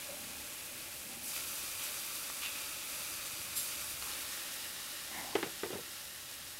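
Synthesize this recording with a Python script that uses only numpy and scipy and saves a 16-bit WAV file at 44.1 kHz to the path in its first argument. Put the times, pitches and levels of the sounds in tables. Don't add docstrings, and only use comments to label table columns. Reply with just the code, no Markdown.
import sys
import numpy as np
from scipy import signal
from scipy.fft import rfft, irfft
from scipy.io import wavfile
from scipy.ndimage import uniform_filter1d

SR = 44100
rng = np.random.default_rng(int(sys.argv[2]) if len(sys.argv) > 2 else 0)


def dump_mix(stems):
    frames = np.atleast_2d(stems).T
    limited = np.clip(frames, -1, 1)
    pcm = np.round(limited * 32767).astype(np.int16)
    wavfile.write(sys.argv[1], SR, pcm)


N = 290619
TIME = np.arange(N) / SR
# (time [s], level [dB], extra clack [dB], extra thud [dB], pitch [factor], wait until the bounce [s])
KNOCKS = [(5.353, -19.5, -1.5, -26, 0.96, 0.029), (5.428, -27, 2, -15, 0.93, 0.033),
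          (5.633, -25.5, -5.5, -27, 0.98, 0.026), (5.7038, -31.5, -11, -32.5, 0.9, 0.025),
          (5.729, -36.5, 0, -7, 1.2, 0.014), (5.754, -31, -12, -18, 1.02, 0.033)]


def undb(db):
    return 10 ** (np.asarray(db) / 20)

def unit(x):
    return x / np.sqrt(np.mean(x ** 2))

def steady(x):
    return x / np.sqrt(uniform_filter1d(x ** 2, size=SR // 2))

def add(out, s, sound):
    i = int(s * SR)
    out[i:i + len(sound)] += sound[:N - i]

def envelope(s, rise_s, hold_s, decay_s):
    rise = np.clip((TIME - s) / rise_s, 0, 1)
    return rise * np.exp(-np.maximum(TIME - s - rise_s - hold_s, 0) / decay_s)

def swell(s, half_length_s):
    return np.exp(-((TIME - s) / half_length_s) ** 2)

def freqs(x):
    return np.maximum(np.fft.rfftfreq(len(x), 1 / SR), 1)

def colour(x, points):
    hz, db = np.transpose(points)
    gain = undb(np.interp(np.log(freqs(x)), np.log(hz), db))
    return irfft(rfft(x) * gain, len(x))

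def below(x, hz):
    return irfft(rfft(x) / (1 + (freqs(x) / hz) ** 6), len(x))

def resonate(x, hz, width_hz):
    hz = min(hz, SR / 3)
    return signal.lfilter(*signal.iirpeak(hz, hz / width_hz, fs=SR), x)

def band(x, hz, width_hz):
    return unit(resonate(resonate(x, hz, width_hz), hz, width_hz))

def bands(x, rows):
    return sum(undb(db) * band(x, hz, width_hz) for hz, width_hz, db in rows)

def cavity(x, rows):
    return sum(undb(db) * resonate(x, hz, width_hz) for hz, width_hz, db in rows)

def echo(x, delay_ms, dull_hz):
    f = freqs(x)
    return irfft(rfft(x) * np.exp(-2j * np.pi * f * delay_ms / 1000 - (f / dull_hz) ** 2), len(x))

def wander(per_s):
    step = int(SR / per_s)
    stairs = np.repeat(rng.standard_normal(N // step + 1), step)
    return unit(uniform_filter1d(uniform_filter1d(stairs, step), step))[:N]

def grains(per_s, spread_db):
    size = undb(spread_db * np.minimum(rng.exponential(size=N), 6))
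    return unit((rng.random(N) < per_s / SR) * size * rng.choice([-1, 1], N))

def garden():
    # (frequency [Hz], level [dB])
    rumble_tone = [(20, -28), (50, -14), (68, -2), (90, -2), (130, -2.5), (190, -9), (400, -16),
                   (1500, -44)]
    # (time [s], relative level [dB])
    rumble_level = [(0, -60), (.7, -63), (2.4, -65.5), (3.4, -61), (4, -61), (4.3, -66), (6.55, -64)]
    db = np.interp(TIME, *np.transpose(rumble_level))
    drone = undb(-7.5) * band(rng.standard_normal(N), hz=70.4, width_hz=7.7)
    rumble = unit(colour(rng.standard_normal(N), rumble_tone))
    return (rumble + drone) * undb(db - 1.5 + 0.4 * wander(per_s=5))

def grate_nudges():
    # (pitch [Hz], width [Hz], level [dB])
    bump_ring = [(576, 90, 0), (745, 150, -7)]
    # (pitch [Hz], width [Hz], level [dB])
    rub_hum = [(235, 126, -0.5), (800, 71, -5)]
    # (time [s], level [dB], half length [s])
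    rubs = [(0.254, -58.5, 0.16), (1.15, -59, 0.15)]
    bump = undb(-50) * bands(rng.standard_normal(N), bump_ring)
    bump *= envelope(0.082, rise_s=0.015, hold_s=0.022, decay_s=0.028)
    rubbing = sum(undb(db) * swell(s, half_length_s) for s, db, half_length_s in rubs)
    return bump + rubbing * bands(rng.standard_normal(N), rub_hum)

def grate_scrape():
    # (pitch [Hz], width [Hz], level [dB])
    rasp_tone = [(2760, 960, -1.5), (3430, 2900, -1), (1230, 650, -5)]
    # (pitch [Hz], width [Hz], level [dB])
    steel_tone = [(2540, 70, -9), (2750, 100, -7), (3030, 100, -14.5), (3340, 180, -10.5)]
    start_s, rise_s, hold_s = 2.408, 0.014, 0.045
    slips = grains(per_s=4000, spread_db=3.0)
    rasp = bands(slips, rasp_tone) * envelope(start_s, rise_s, hold_s, decay_s=0.025)
    ring = bands(slips, steel_tone) * envelope(start_s, rise_s, hold_s, decay_s=0.13)
    return undb(-44.3) * (rasp + ring)

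def board_slide():
    # (frequency [Hz], level [dB])
    slide_tone = [(120, -19), (240, -4.5), (450, -15.5), (680, -8), (790, 1.5), (880, -7), (1030, -2),
                  (1300, -23), (1750, -5.5), (2120, -0.5), (2400, -15), (2800, -13), (4500, -40)]
    push_s, first_knock_s = 5.175, KNOCKS[0][0]
    push = undb(-45.5) * swell(push_s, half_length_s=0.067)
    drag = undb(-46.5) * (TIME > push_s) * (TIME < first_knock_s)
    rub = unit(colour(grains(per_s=2500, spread_db=1.5), slide_tone))
    dull = below(rub, hz=1500)
    return dull * np.hypot(push, drag) + (rub - dull) * push

def blows():
    for s, db, clack_db, thud_db, pitch, wait_s in KNOCKS:
        yield s, db, clack_db, thud_db, pitch
        loss_db = 7 + 0.45 * (db + 30)
        yield s + wait_s, db - loss_db, clack_db - 8, thud_db + 4.5, pitch * 1.2

def board_knocks():
    # (pitch [Hz], level [dB], time to fade by 60 dB [s])
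    board_notes = [(243, -27, 0.2), (346.3, -14, 0.27), (406, 5, 0.041), (473, -8.5, 0.053),
                   (547, -21, 0.095), (655, -18, 0.1), (767, -17, 0.11), (872, -13, 0.07),
                   (1020, -21, 0.044), (1570, -23, .08), (1910, -30, 0.038), (2080, -11.5, 0.05)]
    # (frequency [Hz], level [dB])
    clack_tone = [(100, -34), (300, -1), (850, 0.5), (1300, -1.5), (1900, -1.5), (2600, -5), (3600, -8.5),
                  (4300, -16.5), (7000, -22), (14000, -44)]
    contact_s, thud_s, clack_s, scatter_s = 0.003, 0.02, 0.0088, 0.042
    out, t = np.zeros(N), TIME[:SR // 3]
    for s, db, clack_db, thud_db, pitch in blows():
        tunings = pitch * (1 + 0.022 * rng.standard_normal(len(board_notes)))
        ring = sum(undb(note_db) * np.sin(2 * np.pi * hz * tuning * t) * undb(-60 * t / fade_s)
                   for (hz, note_db, fade_s), tuning in zip(board_notes, tunings))
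        thud = band(rng.standard_normal(len(t)), hz=158, width_hz=158) * np.exp(-t / thud_s)
        wood = (ring + undb(thud_db) * thud) * (1 - np.exp(-t / contact_s))
        scatter = undb(-10) * np.exp(-t / scatter_s)
        clack = unit(colour(rng.standard_normal(len(t)), clack_tone)) * (np.exp(-t / clack_s) + scatter)
        add(out, s, undb(db) * (wood + undb(clack_db - 9.5) * clack))
    return out

def fat_pops():
    # (time [s], peak level [dB], pitch [Hz])
    pops = [(.5781, -32.5, 8000), (.779, -33, 8000), (2.3003, -29.5, 1444), (2.461, -28, 3000),
            (3.4113, -29.5, 7000), (3.416, -30, 2320), (3.845, -27, 8000), (4.0243, -29.5, 2100),
            (4.3222, -29, 5000)]
    decay_cycles = 3
    out, t = np.zeros(N), TIME[:SR // 20]
    for s, db, hz in pops:
        burst = rng.standard_normal(len(t)) * np.exp(-t * hz / decay_cycles)
        pop = resonate(burst, hz, width_hz=0.83 * hz)
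        add(out, s, undb(db) * pop / np.abs(pop).max())
    return out

def frying(crackle_db, base_per_s, spread_db, flicker_db):
    bursts = 0
    for hz in np.geomspace(1500, 12000, num=5):
        clicks = grains(base_per_s * np.sqrt(hz / 5000), spread_db)
        bursts += resonate(clicks, hz, width_hz=0.73 * hz) * undb(flicker_db * wander(per_s=35))
    return unit(rng.standard_normal(N) + undb(crackle_db) * unit(bursts))

def spits():
    # (time [s], level [dB], size [factor])
    drops = [(1.224, -45, 0.93), (1.783, -48.5, 3.7), (3.553, -34, 1), (4.011, -53, 9.2)]
    # (pitch [Hz], width [Hz], level [dB])
    jet_tone = [(10050, 6000, -1.5), (7520, 290, -11), (5200, 5400, -7.5)]
    out = np.zeros(N)
    steam = frying(crackle_db=-7, base_per_s=1600, spread_db=4.0, flicker_db=0)
    for s, db, size in drops:
        tone = [(hz / size, width_hz / size, band_db) for hz, width_hz, band_db in jet_tone]
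        stretch = np.sqrt(size)
        shape = envelope(s, rise_s=0.013, hold_s=0.013 * stretch, decay_s=0.052 * stretch)
        out += undb(db) * unit(bands(steam, tone)) * shape
    return out

def heat(mic_moved):
    # (starting level [dB], fall [dB/s],
    # added to each flare [dB], flare rise [s], change as the microphone moves [dB])
    sizzle_bands = [(-58, 0.85, -17, 0.11, -0.1), (-50.5, 0.64, -5.3, 0.13, 0.5),
                    (-47, 0.5, 0.06, 0.039, -1.0)]
    # (time [s], level [dB], decay [s], extra murmur and frying [dB])
    flares = [(1.232, -43, 2.8, -1), (1.76, -49, 1, 1), (2.42, -55.5, 2.9, 9.5), (2.86, -48, 1.4, 0),
              (3.56, -45, 1.7, -1.5), (3.99, -51, 2.4, 6)]
    gains, shares = [], []
    for (base_db, fall_db, flare_db, rise_s, move_db), is_low in zip(sizzle_bands, (True, True, False)):
        flare_power = sum((undb(db + flare_db + is_low * extra_db) * envelope(s, rise_s, 0, decay_s)) ** 2
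                          for s, db, decay_s, extra_db in flares)
        power = undb(base_db - fall_db * TIME) ** 2 + flare_power
        gains.append(np.sqrt(power) * undb(move_db * mic_moved))
        shares.append(flare_power / power)
    return gains, shares

def sizzle():
    # (frequency [Hz], level [dB])
    sizzle_tone = [(100, -5.5), (220, 0), (550, -0.5), (900, -2), (1400, -2), (2150, -3.5), (3300, -1.9),
                   (5400, -2), (7000, -1), (10000, 1), (12500, 0.4), (15500, -5)]
    # (pitch [Hz], width [Hz], level [dB])
    bowl_air = [(339, 92, -3), (580, 67, 1.5), (861, 14, -2)]
    grate_air = [(2510, 420, -0.5)]
    turned_air = [(1276, 200, 0), (2400, 150, -4.5), (3670, 290, -5), (4710, 190, -0.5), (5910, 130, -2.5)]
    moved_air = [(830, 50, -10), (1340, 80, -11), (1850, 110, -1.5), (2820, 180, -4), (3800, 240, -7),
                 (5170, 930, -10)]
    move_start_s, move_length_s = 3.77, 0.8
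    mic_moved = np.clip((TIME - move_start_s) / move_length_s, 0, 1)
    (murmur, fry, hiss), (_, flare_share, _) = heat(mic_moved)
    turned = 1.1 * np.sqrt(flare_share) * (1 - mic_moved) ** 2
    meat = colour(frying(crackle_db=-2.5, base_per_s=1800, spread_db=2.4, flicker_db=1.8), sizzle_tone)
    bowl = meat + 0.37 * echo(meat, delay_ms=3.6, dull_hz=1280)
    bowl += (1 - 0.36 * mic_moved) * cavity(meat, bowl_air)
    heard = bowl + turned * cavity(bowl, turned_air)
    heard += (1 - mic_moved) * cavity(bowl, grate_air) + mic_moved * cavity(bowl, moved_air)
    low, low_and_mid = below(heard, hz=1114), below(heard, hz=5000)
    return murmur * steady(low) + fry * steady(low_and_mid - low) + hiss * steady(heard - low_and_mid)

def scene():
    tongs = board_slide() + board_knocks()
    grill = sizzle() + spits() + fat_pops() + grate_scrape() + grate_nudges()
    return np.tile(grill + tongs + garden(), (2, 1))

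def record(dry):
    top_hz = 15750
    return signal.sosfilt(signal.ellip(12, .1, 80, top_hz, fs=SR, output="sos"), dry)


dry = scene()
out = record(dry)
dump_mix(out)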